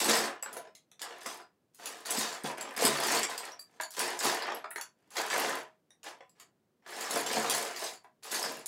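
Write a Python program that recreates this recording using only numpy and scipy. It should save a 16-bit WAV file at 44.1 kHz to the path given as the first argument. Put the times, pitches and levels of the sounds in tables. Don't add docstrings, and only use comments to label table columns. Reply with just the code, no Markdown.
import sys
import numpy as np
from scipy import signal
from scipy.fft import rfft, irfft
from scipy.io import wavfile
from scipy.ndimage import uniform_filter1d

SR = 44100
rng = np.random.default_rng(int(sys.argv[2]) if len(sys.argv) > 2 else 0)


def unload_wav(signal):
    wavfile.write(
        sys.argv[1],
        SR,
        np.round(np.clip(np.atleast_2d(signal).T, -1, 1) * 32767).astype(np.int16),
    )


N = 382347
HIT_TIME_S = np.arange(12288) / SR

# frequency in Hz, level in dB, T60 in seconds.
PENCIL_MODES = [(1030, -8, .02), (2350, -6, .018), (4620, 2, .032), (7300, 0, .028), (10300, -1, .032),
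                (13600, -5, .03)]
# frequency in Hz, level in dB, T60 in seconds.
BOX_MODES = [(143.6, -8, 0.26), (223, 4, 0.14), (273.6, -0.5, 0.13), (356.5, -6, 0.13), (436, 3.5, 0.065),
             (464.3, 1, 0.11), (550, -1, 0.12), (633, -7.5, 0.33), (696, 2, 0.09), (766, -3, 0.04),
             (1011, 4.5, 0.065), (1600, -3.5, 0.05), (1754, 1, 0.037)]


def amp(db):
    return 10 ** (np.asarray(db) / 20)


def unit(x):
    return x / np.sqrt(np.sum(x ** 2) + 1e-20)


def read(points, hz):
    points_hz, value = np.transpose(points)
    return np.interp(np.log(hz + 1), np.log(points_hz + 1), value)


def add(mix, start_s, peak_db, sound):
    part = mix[max(round(start_s * SR), 0):][:len(sound)]
    part += amp(peak_db) * sound[:len(part)] / abs(sound).max()


def colour(x, points, extra_db=lambda hz: 0):
    size = 2 * len(x)
    hz = np.fft.rfftfreq(size, 1 / SR)
    cepstrum = irfft(np.log(amp(read(points, hz) + extra_db(hz))))[:len(x)]
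    cepstrum[0] /= 2
    response = np.exp(rfft(2 * cepstrum, size))
    return irfft(rfft(x, size) * response)[:len(x)]


def ring(modes):
    hz, db, t60_s = np.transpose(modes)[:, :, None]
    gain = rng.choice([-1, 1], hz.shape) * (hz < SR / 2) * amp(db)
    decay = np.exp(-np.log(1000) * HIT_TIME_S / t60_s)
    return unit(np.sum(gain * decay * np.sin(2 * np.pi * hz * HIT_TIME_S), 0))


def bar(modes, split=.018):
    return ring([(hz * (1 + side * split * rng.uniform(.5, 1.5)), db, t60_s)
                 for hz, db, t60_s in modes for side in (-1, 1)])


def pencil(pitch_ratio):
    return bar([(hz * pitch_ratio, db, t60_s) for hz, db, t60_s in PENCIL_MODES])


def contact(decay_s):
    return unit(rng.standard_normal(len(HIT_TIME_S)) * HIT_TIME_S ** 2 * np.exp(-HIT_TIME_S / decay_s))


def struck(body, decay_s, ring_db):
    touch = contact(decay_s)
    return touch + amp(ring_db) * unit(signal.fftconvolve(touch, body)[:len(touch)])


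def room(x, wet_db):
    # frequency in Hz, T60 in seconds.
    reverb_times = [(120, 0.28), (300, 0.12), (1000, 0.19), (4000, 0.15), (8000, 0.14), (15000, 0.097)]
    size = len(HIT_TIME_S)
    build_up = 1 - np.exp(-HIT_TIME_S / .003)
    density = .1 + 5 * HIT_TIME_S
    taps = rng.standard_normal(size) * (rng.random(size) < density) * build_up
    hz, t_s, spectra = signal.stft(taps, SR, nperseg=256)
    decay = np.exp(-np.log(1000) * t_s / read(reverb_times, hz)[:, None])
    tail = signal.istft(spectra * decay, SR)[1]
    return unit(x + amp(wet_db) * signal.fftconvolve(x, unit(tail))[:len(x)])


def stroke(t_s, push_s, slide_s, touch_db=-6.5, sag_db=-9, settle_db_per_s=245):
    swell = touch_db * (1 - np.clip(t_s / push_s, 0, 1))
    sag = sag_db * np.clip((t_s - push_s) / slide_s, 0, 1) ** 1.12
    return swell + sag - settle_db_per_s * np.maximum(t_s - push_s - slide_s, 0)


def agitation(ends_slope=1.75, box_slope=1.4):
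    # start, push and slide in seconds; strength, brightness and weight on the box in dB.
    hand_strokes = [ (0.0, 0.00067, 0.04, -30.5, 6.5, -7.5), (0.041, 0.058, 0.16, -27.5, 2, -6),
                    (0.26, 0.012, 0.063, -37.5, -37, -20), (0.45, 0.086, .09, -50.5, -8, -3.5),
                    (1.0, 0.014, 0.18, -42, -10, -25), (1.2, 0.097, 0.091, -45, -0.5, -22.5),
                    (1.73, 0.078, 0.048, -77, 17, -16), (1.783, 0.083, 0.17, -46, -0.5, -13.5),
                    (2.049, 0.14, 0.15, -35.5, 3, -12.5), (2.3, 0.024, 0.093, -44, -2, -12),
                    (2.431, 0.0096, 0.08, -37.5, -2, -0.5), (2.568, 0.01, 0.21, -39.5, -13, -14),
                    (2.764, 0.068, 0.17, -30.5, 0, -5.5), (2.938, 0.22, 0.073, -30, 0, -11.5),
                    (3.28, 0.013, 0.083, -37.5, -4, -17), (3.399, 0.048, .06, -40.5, -7, -32),
                    (3.66, 0.097, 0.12, -67.5, -3.5, -1), (3.91, 0.031, 0.051, -59, 12.5, -21),
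                    (3.965, 0.04, .16, -33, -2.5, -12), (4.201, 0.045, 0.13, -28, -1.5, -15),
                    (4.391, 0.083, 0.084, -33, -43, -22.5), (4.969, 0.11, 0.039, -73.5, -6, 1),
                    (5.101, 0.044, 0.039, -52, 3, -17), (5.148, 0.022, 0.13, -31.5, -6.5, -20.5),
                    (5.297, 0.03, 0.23, -30, -6, -15), (5.388, 0.013, 0.19, -35, -1.5, -8),
                    (6.035, 0.027, .05, -41.5, -6, -30), (6.35, 0.072, .02, -65, -4.5, -15),
                    (6.821, 0.031, 0.014, -62, -14, -21.5), (6.858, 0.17, 0.45, -39.5, -2, -16.5),
                    (7.098, 0.066, 0.1, -36, 0.5, -4), (7.255, 0.069, 0.34, -36.5, 2, -2),
                    (7.481, 0.044, 0.24, -35.5, 0, -21), (7.76, 0.079, 0.082, -42.5, 6, -13.5),
                    (8.223, 0.037, 0.074, -46, 2, -31), (8.303, 0.025, 0.14, -36, 3.5, -14.5),
                    (8.41, 0.032, .16, -43, 4, -0.5)]
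    power, t_s = np.zeros((4, N)), np.arange(SR) / SR
    for start_s, push_s, slide_s, strength_db, bright_db, weight_db in hand_strokes:
        shafts_db = stroke(t_s, push_s, slide_s)
        ends_db = ends_slope * shafts_db + bright_db
        box_db = box_slope * shafts_db + weight_db
        levels_db = strength_db + np.array([shafts_db, ends_db, (shafts_db + ends_db) / 2, box_db])
        part = power[:, max(round(start_s * SR), 0):][:, :SR]
        part += amp(levels_db[:, :part.shape[1]]) ** 2
    return 10 * np.log10(power + 1e-20)


def shower(sounds, level_db, per_s, spread_db, window_samples=1400):
    force = amp(spread_db * np.minimum(rng.exponential(1, N), 4)) * (rng.random(N) < per_s / SR)
    mean_power = abs(uniform_filter1d(force ** 2, window_samples))
    force *= amp(level_db) / np.sqrt(mean_power + 0.12 / window_samples)
    which = rng.integers(0, len(sounds), N)
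    mix = np.zeros(N + len(HIT_TIME_S))
    for at in np.flatnonzero(force):
        mix[at:at + len(HIT_TIME_S)] += force[at] * sounds[which[at]]
    return mix[:N]


def rummage(variants=30):
    shafts_db, ends_db, tips_db, box_db = agitation()
    knocks = [knock(hz) for hz in np.geomspace(600, 1800, variants)]
    mix = shower(knocks, shafts_db - 1.77, per_s=300, spread_db=5)
    clicks = [click(db) for db in np.linspace(-21, -9, variants)]
    mix += shower(clicks, ends_db - 2.15, per_s=320, spread_db=3.5)
    ticks = [tick() for _ in range(variants)]
    mix += shower(ticks, tips_db - 7.5, per_s=12, spread_db=6)
    bumps = [bump() for _ in range(variants // 2)]
    mix += shower(bumps, box_db - 5.5, per_s=280, spread_db=4)
    clinks = [clink(hz, falloff_db_per_oct=9) for hz in np.geomspace(2800, 11000, variants)]
    mix += shower(clinks, ends_db - 5, per_s=50, spread_db=4)
    floor_knocks = [knock(hz, focus_db=11.5) for hz in np.geomspace(370, 540, variants // 2)]
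    return mix + shower(floor_knocks, (shafts_db + box_db) / 2 - 1, per_s=150, spread_db=6)


def knock(pitch_hz, focus_db=0):
    # frequency in Hz, gain in dB.
    knock_eq = [(30, -71), (100, -46.5), (220, -23.5), (350, -1.5), (500, -3.5), (800, 2), (1000, 0),
                (1400, -0.5), (1900, -1.5), (2800, -6.5), (4200, -12), (7000, -20), (16000, -50)]
    box_db = -4 * np.log2(pitch_hz / 800)
    body = pencil(pitch_hz / PENCIL_MODES[0][0]) + amp(box_db) * ring(BOX_MODES)
    dry = struck(body, decay_s=.0013, ring_db=-7)
    bell_db = lambda hz: focus_db * np.exp(-np.log2((hz + 1) / pitch_hz) ** 2 / 0.88)
    return room(colour(dry, knock_eq, bell_db), wet_db=-1.5)


def click(sharp_db, top_hz=12500):
    # frequency in Hz, gain in dB.
    click_eq = [(40, -58.5), (200, -37), (1200, -4.5), (2500, -4.5), (3600, -2), (5000, 0.5), (6200, 3),
                (7500, 7.5), (9400, 5.5), (10800, 9), (12200, 3.5), (14000, 3), (16000, -1)]
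    body = pencil(np.exp(.08 * rng.standard_normal()))
    dry = struck(body, decay_s=0.0008, ring_db=-7)
    bell_db = lambda hz: sharp_db * np.exp(-np.log2((hz + 1) / top_hz) ** 2 / 0.84)
    return room(colour(dry, click_eq, bell_db), wet_db=3.0)


def tick():
    # frequency in Hz, gain in dB.
    tick_eq = [(1500, -31.5), (6000, -5), (9000, 1.5), (14000, -4.0), (16000, -10.0)]
    body = pencil(np.exp(.15 * rng.standard_normal()))
    dry = struck(body, decay_s=0.0004, ring_db=-2)
    return room(colour(dry, tick_eq), wet_db=-10.5)


def bump():
    # frequency in Hz, gain in dB.
    bump_eq = [(25, -37), (60, -24.5), (110, -18), (145, -7), (220, -6.5), (320, 3), (500, -16.5),
               (1200, -35), (5000, -57)]
    dry = ring(BOX_MODES) + amp(-6.5) * contact(decay_s=0.003)
    return room(colour(dry, bump_eq), wet_db=-10.0)


def clink(ring_hz, falloff_db_per_oct):
    # frequency in Hz, gain in dB.
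    clink_eq = [(60, -63.5), (500, 2), (1500, 5), (16000, -2.5)]
    scale = min((ring_hz / hz for hz, _, _ in PENCIL_MODES), key=lambda ratio: abs(np.log(ratio)))
    modes = [(hz * scale, db - falloff_db_per_oct * abs(np.log2(hz * scale / ring_hz)), t60_s)
             for hz, db, t60_s in PENCIL_MODES]
    pressed = bar([(hz, db, t60_s / 2) for hz, db, t60_s in modes])
    free = unit(bar(modes) * (1 - np.exp(-(HIT_TIME_S / 0.016) ** 2)))
    dry = amp(-14.5) * free + unit(struck(pressed, decay_s=0.00081, ring_db=9.5))
    return room(colour(dry, clink_eq), wet_db=-0.5)


def single_hits(graze_s=.0015):
    # time in seconds, peak in dB, sharpness in dB.
    end_clicks = [(0.0447, -19.5, -7), (0.53, -34, 6), (0.5692, -32, -1), (0.751, -46.5, -5),
                  (0.995, -40.5, -25), (1.0178, -27.5, -14), (1.2146, -41, -23), (1.2623, -27.5, -8),
                  (1.7472, -44, 0), (1.858, -27.5, -7), (2.0582, -28.5, -12), (2.107, -19, -3.5),
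                  (2.7652, -28.5, -14), (2.7917, -30, -30), (2.8233, -26.5, -17.5), (2.852, -10.5, -9),
                  (3.036, -21, -13), (3.2317, -18, -21), (3.379, -27.5, -11), (3.5965, -39, 8),
                  (3.8116, -27, -6), (3.907, -36, 0), (3.9675, -30, -11.5), (3.9935, -19, -7),
                  (4.1916, -23.5, -10), (4.707, -34, 29), (4.76, -35, -5), (5.1063, -45.5, -4),
                  (5.169, -26, -20.5), (5.302, -25.5, -27.5), (6.032, -40.5, -28.5), (6.3996, -40, -10.5),
                  (7.0095, -26.5, -2.5), (7.1093, -23, -7), (7.264, -24, -19), (7.4985, -17.5, -10),
                  (7.549, -20, -2), (7.7634, -32, -14), (8.04, -61.5, 12), (8.2332, -39, -19),
                  (8.317, -25.5, -5), (8.66, -23.5, 1)]
    # time in seconds, peak in dB, pitch in Hz.
    shaft_knocks = [(0.104, -25, 666), (0.431, -33.5, 1250), (0.461, -30.5, 990), (0.482, -35, 1150),
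                    (0.566, -33, 800), (0.651, -41.5, 640), (0.673, -46, 542), (0.917, -55.5, 1830),
                    (0.9945, -47, 2400), (1.259, -28.5, 1010), (1.4, -40, 954), (2.499, -26.5, 1010),
                    (2.79, -28, 800), (2.823, -18.5, 538), (2.869, -20.5, 1025), (3.80, -23, 1045),
                    (3.968, -38, 1080), (4.006, -29.5, 1520), (4.261, -25, 1010), (4.643, -28.5, 1134),
                    (4.711, -36.5, 1920), (4.7594, -26, 1740), (4.782, -31, 990), (5.349, -24.5, 1090),
                    (5.485, -29.5, 990), (6.206, -41.5, 764), (6.4, -47.5, 2094), (7.161, -21.5, 493),
                    (7.369, -22, 464), (7.40, -32, 378), (7.445, -23, 810), (7.822, -30, 547),
                    (8.045, -44, 1030), (8.44, -25.5, 1494)]
    # time in seconds, peak in dB, favoured mode in Hz, falloff around it in dB per octave.
    loose_clinks = [(0.4262, -25, 7730, 27), (0.6744, -59, 5170, 19), (0.752, -43.5, 6400, 1),
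                    (0.916, -46.5, 6000, 6), (1.4154, -51, 4850, 13), (2.61, -27.5, 7470, 18),
                    (3.379, -25.5, 8220, 9), (3.5194, -39, 5730, 27), (3.5935, -37, 4740, 19),
                    (3.8112, -36, 6940, 14), (3.8334, -28.5, 4500, 6), (4.4227, -26.5, 4790, 8),
                    (4.548, -32, 11220, 14), (4.783, -39, 6700, 26), (4.812, -27.5, 7080, 5),
                    (5.906, -46.5, 5900, 1), (6.2953, -53, 7570, 11), (7.7623, -36, 4900, 9),
                    (7.9354, -40, 7130, 17.5), (7.974, -50.5, 4620, 16.5), (8.428, -21.5, 5110, 8)]
    # time in seconds, peak in dB.
    box_bumps = [(0.056, -37), (0.087, -25), (1.263, -43), (2.175, -28.5), (2.442, -32.5), (2.842, -24),
                 (4.25, -35), (7.372, -35)]
    mix = np.zeros(N)
    for at_s, peak_db, sharp_db in end_clicks:
        add(mix, at_s - graze_s, peak_db, click(sharp_db))
    for at_s, peak_db, pitch_hz in shaft_knocks:
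        add(mix, at_s - graze_s, peak_db, knock(pitch_hz, focus_db=9.5))
    for at_s, peak_db, ring_hz, falloff_db_per_oct in loose_clinks:
        add(mix, at_s - graze_s, peak_db, clink(ring_hz, falloff_db_per_oct))
    for at_s, peak_db in box_bumps:
        add(mix, at_s, peak_db, bump())
    return mix


def still_air(rms_db=-76):
    # frequency in Hz, relative level in dB.
    air_spectrum = [(20, -51), (38, -34), (55, -12.5), (90, 1), (160, 8), (400, 4.5), (900, -7.5),
                    (2500, -16), (8000, -21), (16000, -24)]
    gain = amp(read(air_spectrum, np.fft.rfftfreq(N, 1 / SR)))
    noise = irfft(rfft(rng.standard_normal(N)) * gain, N)
    return amp(rms_db) * noise / np.std(noise)


def scene():
    return (rummage() + single_hits() + still_air())[None]


def record(dry, cutoff_hz=15850):
    taps = signal.firwin(401, cutoff_hz, window=("kaiser", 8), fs=SR)
    return signal.oaconvolve(dry, taps[None], "same")


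dry = scene()
out = record(dry)
unload_wav(out)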